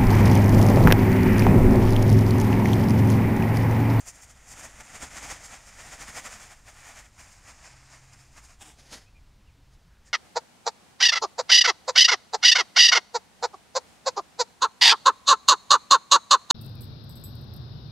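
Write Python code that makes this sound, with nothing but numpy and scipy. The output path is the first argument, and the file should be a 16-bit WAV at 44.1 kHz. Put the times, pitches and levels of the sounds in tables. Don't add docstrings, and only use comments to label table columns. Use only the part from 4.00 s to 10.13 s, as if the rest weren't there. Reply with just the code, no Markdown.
import sys
import numpy as np
from scipy import signal
from scipy.fft import rfft, irfft, next_fast_len
from scipy.io import wavfile
from scipy.ndimage import uniform_filter1d, map_coordinates

SR = 44100
rng = np.random.default_rng(int(sys.argv[2]) if len(sys.argv) > 2 else 0)


def master_out(mix):
    frames = np.transpose(np.atleast_2d(mix))
    ceiling = np.clip(frames, -1, 1)
    pcm = np.round(ceiling * 32767).astype(np.int16)
    wavfile.write(sys.argv[1], SR, pcm)


N = 270333


def undb(db):
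    return 10 ** (np.asarray(db) / 20)


def clock():
    return np.arange(N) / SR


def curves(table):
    s, *columns = np.transpose(table)
    return [np.interp(clock(), s, column) for column in columns]


def colour(x, points):
    hz, db = np.transpose(points)
    size = 2 * next_fast_len(N // 2 + 1, real=True)
    f = np.maximum(np.fft.rfftfreq(size, 1 / SR), 1)
    gain = undb(np.interp(np.log(f), np.log(hz), db))
    skirts = np.minimum(f / hz[0], 1) ** 2 * np.minimum(hz[-1] / f, 1) ** 4
    y = irfft(rfft(x, size) * gain * skirts, size)[:N]
    return y / np.std(y)


def wander(per_s):
    hold = int(SR / per_s)
    held = np.repeat(rng.standard_normal(N // hold + 1), hold)
    return 1.2 * uniform_filter1d(held, hold)[:N]


def fade(s, rise_s=.025):
    return .5 + .5 * np.tanh(2 * (clock() - s) / rise_s)


def swell(s, half_width_s):
    near = np.arange(max(int((s - 10 * half_width_s) * SR), 0), min(int((s + 10 * half_width_s) * SR), N))
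    y = np.zeros(N)
    y[near] = 1 / np.cosh((near / SR - s) / half_width_s)
    return y


def power(rows):
    return sum((undb(db) * swell(s, width)) ** 2 for s, width, db in rows)


def crackle(per_s, spread_db):
    happens = rng.random(N) < per_s / SR
    size = undb(spread_db * np.minimum(rng.exponential(size=N), 5))
    return happens * size * rng.standard_normal(N)


def ring(hz, width_hz):
    b, a = signal.iirpeak(hz, hz / (1.5 * width_hz), fs=SR)
    y = signal.lfilter(b, a, signal.lfilter(b, a, rng.standard_normal(N)))
    return y / np.std(y)


def outdoors():
    # frequency in Hz, spectral level in dB.
    rumble_spectrum = [(15, 1), (30, -3.5), (50, 0), (80, -5), (125, -10), (170, -17), (230, -19.5),
                       (290, -20.5), (420, -31)]
    air_spectrum = [(200, -20), (400, -1.5), (800, 0.5), (1600, -3.5), (2700, -5.5), (5000, -7.5),
                    (7000, -12), (10000, -16), (12000, -19), (15700, -23)]
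    rumble = colour(rng.standard_normal(N), rumble_spectrum) * undb(-56.5)
    air = colour(rng.standard_normal(N), air_spectrum) * undb(-67.5 + 0.12 * wander(per_s=3.2))
    return rumble + air


def far_hum():
    # time in seconds, level in dB.
    levels = [(3.45, -89), (3.72, -63.5), (3.95, -61), (4.2, -60), (4.42, -73)]
    hum_db, = curves(levels)
    pitch_hz = 130 + .5 * wander(per_s=5.72)
    return np.sqrt(2) * np.sin(2 * np.pi * np.cumsum(pitch_hz) / SR) * undb(hum_db)


def far_rasps():
    # centre and half width in seconds, pitch and bandwidth in Hz, level in dB.
    calls = [(5.94, 0.035, 1570, 350, -70), (6.08, .025, 1800, 180, -69)]
    return sum(undb(db) * swell(s, width) * ring(hz, width_hz) for s, width, hz, width_hz, db in calls)


def bird():
    # centre in seconds, pitch in Hz, glide in octaves per second, level in dB.
    pips = [(5.078, 2540, 3, -65.5), (5.165, 2410, -0.5, -64), (5.475, 2780, -5, -69), (5.5, 2410, -4, -71)]
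    song = 0
    for s, hz, glide, db in pips:
        pitch_hz = hz * 2 ** (glide * np.clip(clock() - s, -.04, .04))
        whistle = np.sin(2 * np.pi * np.cumsum(pitch_hz) / SR) * swell(s, half_width_s=0.011)
        scatter = ring(hz, width_hz=260) * swell(s + .006, half_width_s=0.012)
        song = song + undb(db) * (whistle + undb(-4.0) * scatter)
    return song


def knocks():
    # centre in seconds, pitch in Hz, level in dB.
    contacts = [(4.685, 308, -62.5), (4.69, 460, -65.5), (5.402, 200, -64), (5.589, 277, -66),
                (5.87, 162, -59)]
    return np.sqrt(2) * sum(undb(db) * swell(s, half_width_s=0.01) * np.sin(2 * np.pi * hz * (clock() - s))
                            for s, hz, db in contacts)


def shoe():
    # centre and half width in seconds, level in dB.
    scuffs = [(4.622, 0.0082, -44), (4.668, 0.026, -51), (4.703, 0.024, -56)]
    # frequency in Hz, spectral level in dB.
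    grit_spectrum = [(120, -6), (280, 1), (480, -12), (800, 3), (1350, -5), (1650, -3), (1950, -4),
                     (3700, -3), (4150, -15), (5400, -2.5), (6050, -6.5), (7200, 0), (9300, -5.5),
                     (11200, -16), (15700, -25)]
    return colour(crackle(per_s=9000, spread_db=-1.0), grit_spectrum) * np.sqrt(power(scuffs))


def bag_and_far_step():
    # centre and half width in seconds, level in dB. The last row is the footstep.
    impacts = [(4.798, 0.011, -52.5), (4.89, 0.06, -57), (4.937, 0.014, -40.5), (4.968, 0.017, -48.5),
               (5.02, 0.021, -60), (5.738, 0.011, -64)]
    # frequency in Hz, spectral level in dB.
    impact_spectrum = [(60, 5), (200, 2), (360, -0.5), (780, 2), (1150, -5.5), (1900, 0.5), (2700, -4),
                       (3900, -3), (5100, 1), (5800, -4), (6300, 0), (7750, -9), (10000, -9.5),
                       (15700, -31)]
    return colour(crackle(per_s=18000, spread_db=0.0), impact_spectrum) * np.sqrt(power(impacts))


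def over_ground(x):
    # time in seconds, delay in milliseconds, amplitude relative to the direct sound.
    reflection = [(3.1, 1.7, 0), (3.75, 1.7, 0.042), (4, 0.83, 0.018), (4.2, 0.82, 0.063),
                  (4.5, 0.78, 0.069), (4.7, 0.58, 0)]
    lag_ms, share = curves(reflection)
    reflected = map_coordinates(x, [np.arange(N) - lag_ms * SR / 1000], order=3)
    return (x + share * reflected) / np.sqrt(1 + share ** 2)


def carry_power(flicker_db):
    start_s, end_s, recede_db_per_s = 3.19, 4.54, -4
    level_db = -59.5 + recede_db_per_s * (clock() - start_s)
    return undb(level_db + flicker_db) ** 2 * fade(start_s) * (1 - fade(end_s))


def pour_power(flicker_db):
    # time in seconds, level in dB.
    flow = [(0.0, -55), (0.35, -54), (0.53, -52), (0.64, -49), (1.37, -45), (1.55, -51), (1.8, -49.5),
            (2.11, -49.5), (2.32, -47), (2.5, -55), (2.6, -56)]
    empty_s, settle_db_per_s = 2.55, -6.5
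    flow_db, = curves(flow)
    settle_db = -59 + settle_db_per_s * (clock() - empty_s)
    return undb(flicker_db + flow_db + (settle_db - flow_db) * fade(empty_s)) ** 2


def film_and_splinters(snap_power, rustle_power):
    # frequency in Hz, spectral level in dB.
    crisp_spectrum = [(3000, -23.5), (3600, -21), (4050, -24.5), (4500, -7.5), (5300, -4), (6400, 1),
                      (7350, 2), (7950, -5), (8650, -3.5), (9800, -10), (10700, -15.5), (13000, -20.5),
                      (15700, -27)]
    swish_spectrum = [(4350, -9.5), (4850, -5.5), (5350, -3.5), (5900, -13), (6500, -34)]
    # time in seconds, sheen and swish in dB relative to crackle.
    film = [(0, 3.5, -40), (1.3, 0.5, -9.5), (2.3, 3, -9), (2.75, 4.5, -8.5), (3.42, 1.5, -6.5),
            (3.72, -6, -5), (4.35, 2.5, -6.5), (6.08, -10, -8)]
    sheen_db, swish_db = curves(film)
    total_power = snap_power + rustle_power
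    crisp = colour(crackle(per_s=26000, spread_db=1.0), crisp_spectrum)
    sheen = signal.sosfiltfilt(signal.butter(2, 9800, "high", fs=SR, output="sos"), crisp)
    sharp_db = sheen_db + snap_power / total_power
    swish = undb(swish_db) * colour(rng.standard_normal(N), swish_spectrum)
    return (crisp + (undb(sharp_db) - 1) * sheen + swish) * np.sqrt(total_power)


def mulch_and_steps():
    # centre and half width in seconds, level in dB.
    shake_swells = [(.599, 0.033, -51), (0.647, 0.013, -47.5), (.809, 0.0069, -46.5), (.958, 0.012, -44),
                    (1.032, 0.012, -38.5), (1.176, 0.013, -41.5), (1.243, 0.017, -42), (1.313, 0.014, -39),
                    (1.538, 0.027, -47.5), (1.805, 0.013, -49.5), (1.878, 0.023, -49),
                    (1.933, 0.013, -44.5), (2.02, 0.017, -42.5), (2.091, 0.017, -44.5), (2.178, 0.017, -39),
                    (2.263, 0.014, -41), (2.332, 0.016, -46), (2.428, 0.028, -50), (2.519, 0.016, -51),
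                    (2.687, 0.016, -50.5), (2.79, 0.034, -54), (2.885, 0.035, -49), (2.984, 0.023, -48.5),
                    (3.056, 0.012, -56.5)]
    step_swells = [(3.204, 0.014, -51), (3.495, .019, -49.5), (3.658, 0.021, -51), (3.731, 0.014, -57),
                   (3.945, 0.025, -53.5), (4.137, 0.0091, -55), (4.205, 0.012, -62.5), (4.381, 0.013, -52),
                   (4.51, 0.02, -58)]
    # centre in seconds, level in dB.
    creases = [(.004, -51), (.085, -41.5), (.155, -55.5), (.234, -50), (.306, -54.5), (.49, -51.5),
               (.522, -46), (.6, -49.5), (.65, -47), (1.455, -45.5), (1.675, -54.5), (3.327, -57.5),
               (3.926, -59), (4.205, -60.5), (4.45, -56.5), (6.077, -59)]
    # frequency in Hz, spectral level in dB.
    chip_spectrum = [(300, -19), (440, -10.5), (560, -4.5), (700, 1), (1100, -2), (1350, 1), (1620, -1),
                     (1900, 2.5), (2100, 0.3), (2400, -1), (2800, -6.5), (3400, -7.5), (4000, -12.5)]
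    leaf_spectrum = [(130, -5), (250, -6), (400, -13), (680, -0.5), (950, 0.5), (1400, -1.5), (1900, 0.5),
                     (2500, -1.5), (3100, -10.5), (4000, -16.5)]
    thud_spectrum = [(20, 6), (60, 8.5), (120, 2), (190, 1.5), (290, 0.5), (380, -7.5), (500, -2.5),
                     (800, -4)]
    full_s, lighten_db_per_s, slacken_db_per_s = 0.97, -2.5, -0.8
    emptying_s = np.maximum(clock() - full_s, 0)
    flicker_db = 1.8 * wander(per_s=37)
    pour = pour_power(flicker_db)
    carry = carry_power(flicker_db)
    shakes = power(shake_swells)
    crinkles = power((s, .013, db) for s, db in creases)
    steps = power(step_swells)
    chip_power = shakes + crinkles * undb(-7) ** 2 + pour * undb(-5) ** 2
    shake_snap_db = -1.5 + slacken_db_per_s * emptying_s
    snap_power = crinkles + shakes * undb(shake_snap_db) ** 2 + steps * undb(-2.5) ** 2
    rustle_power = pour * undb(-6) ** 2 + carry * undb(-0.5) ** 2
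    thud_power = shakes * undb(-6.5) ** 2 + pour * undb(-11) ** 2 + crinkles * undb(-14.5) ** 2
    weight = undb(lighten_db_per_s * emptying_s)
    chips = colour(crackle(per_s=12000, spread_db=-1.5), chip_spectrum) * np.sqrt(chip_power)
    leaves = colour(crackle(per_s=9000, spread_db=0.9), leaf_spectrum) * np.sqrt(steps + carry)
    pile = colour(crackle(per_s=4000, spread_db=1.25), thud_spectrum) * np.sqrt(thud_power) * weight
    return chips + leaves + pile + film_and_splinters(snap_power, rustle_power)


def scene():
    gardener = over_ground(mulch_and_steps()) + shoe() + bag_and_far_step()
    mono = gardener + knocks() + bird() + far_rasps() + outdoors() + far_hum()
    return np.array([mono, mono])


def record(dry):
    cutoff_hz = 15650
    return signal.sosfilt(signal.ellip(12, .1, 80, cutoff_hz, fs=SR, output="sos"), dry)


dry = scene()
out = record(dry)
master_out(out)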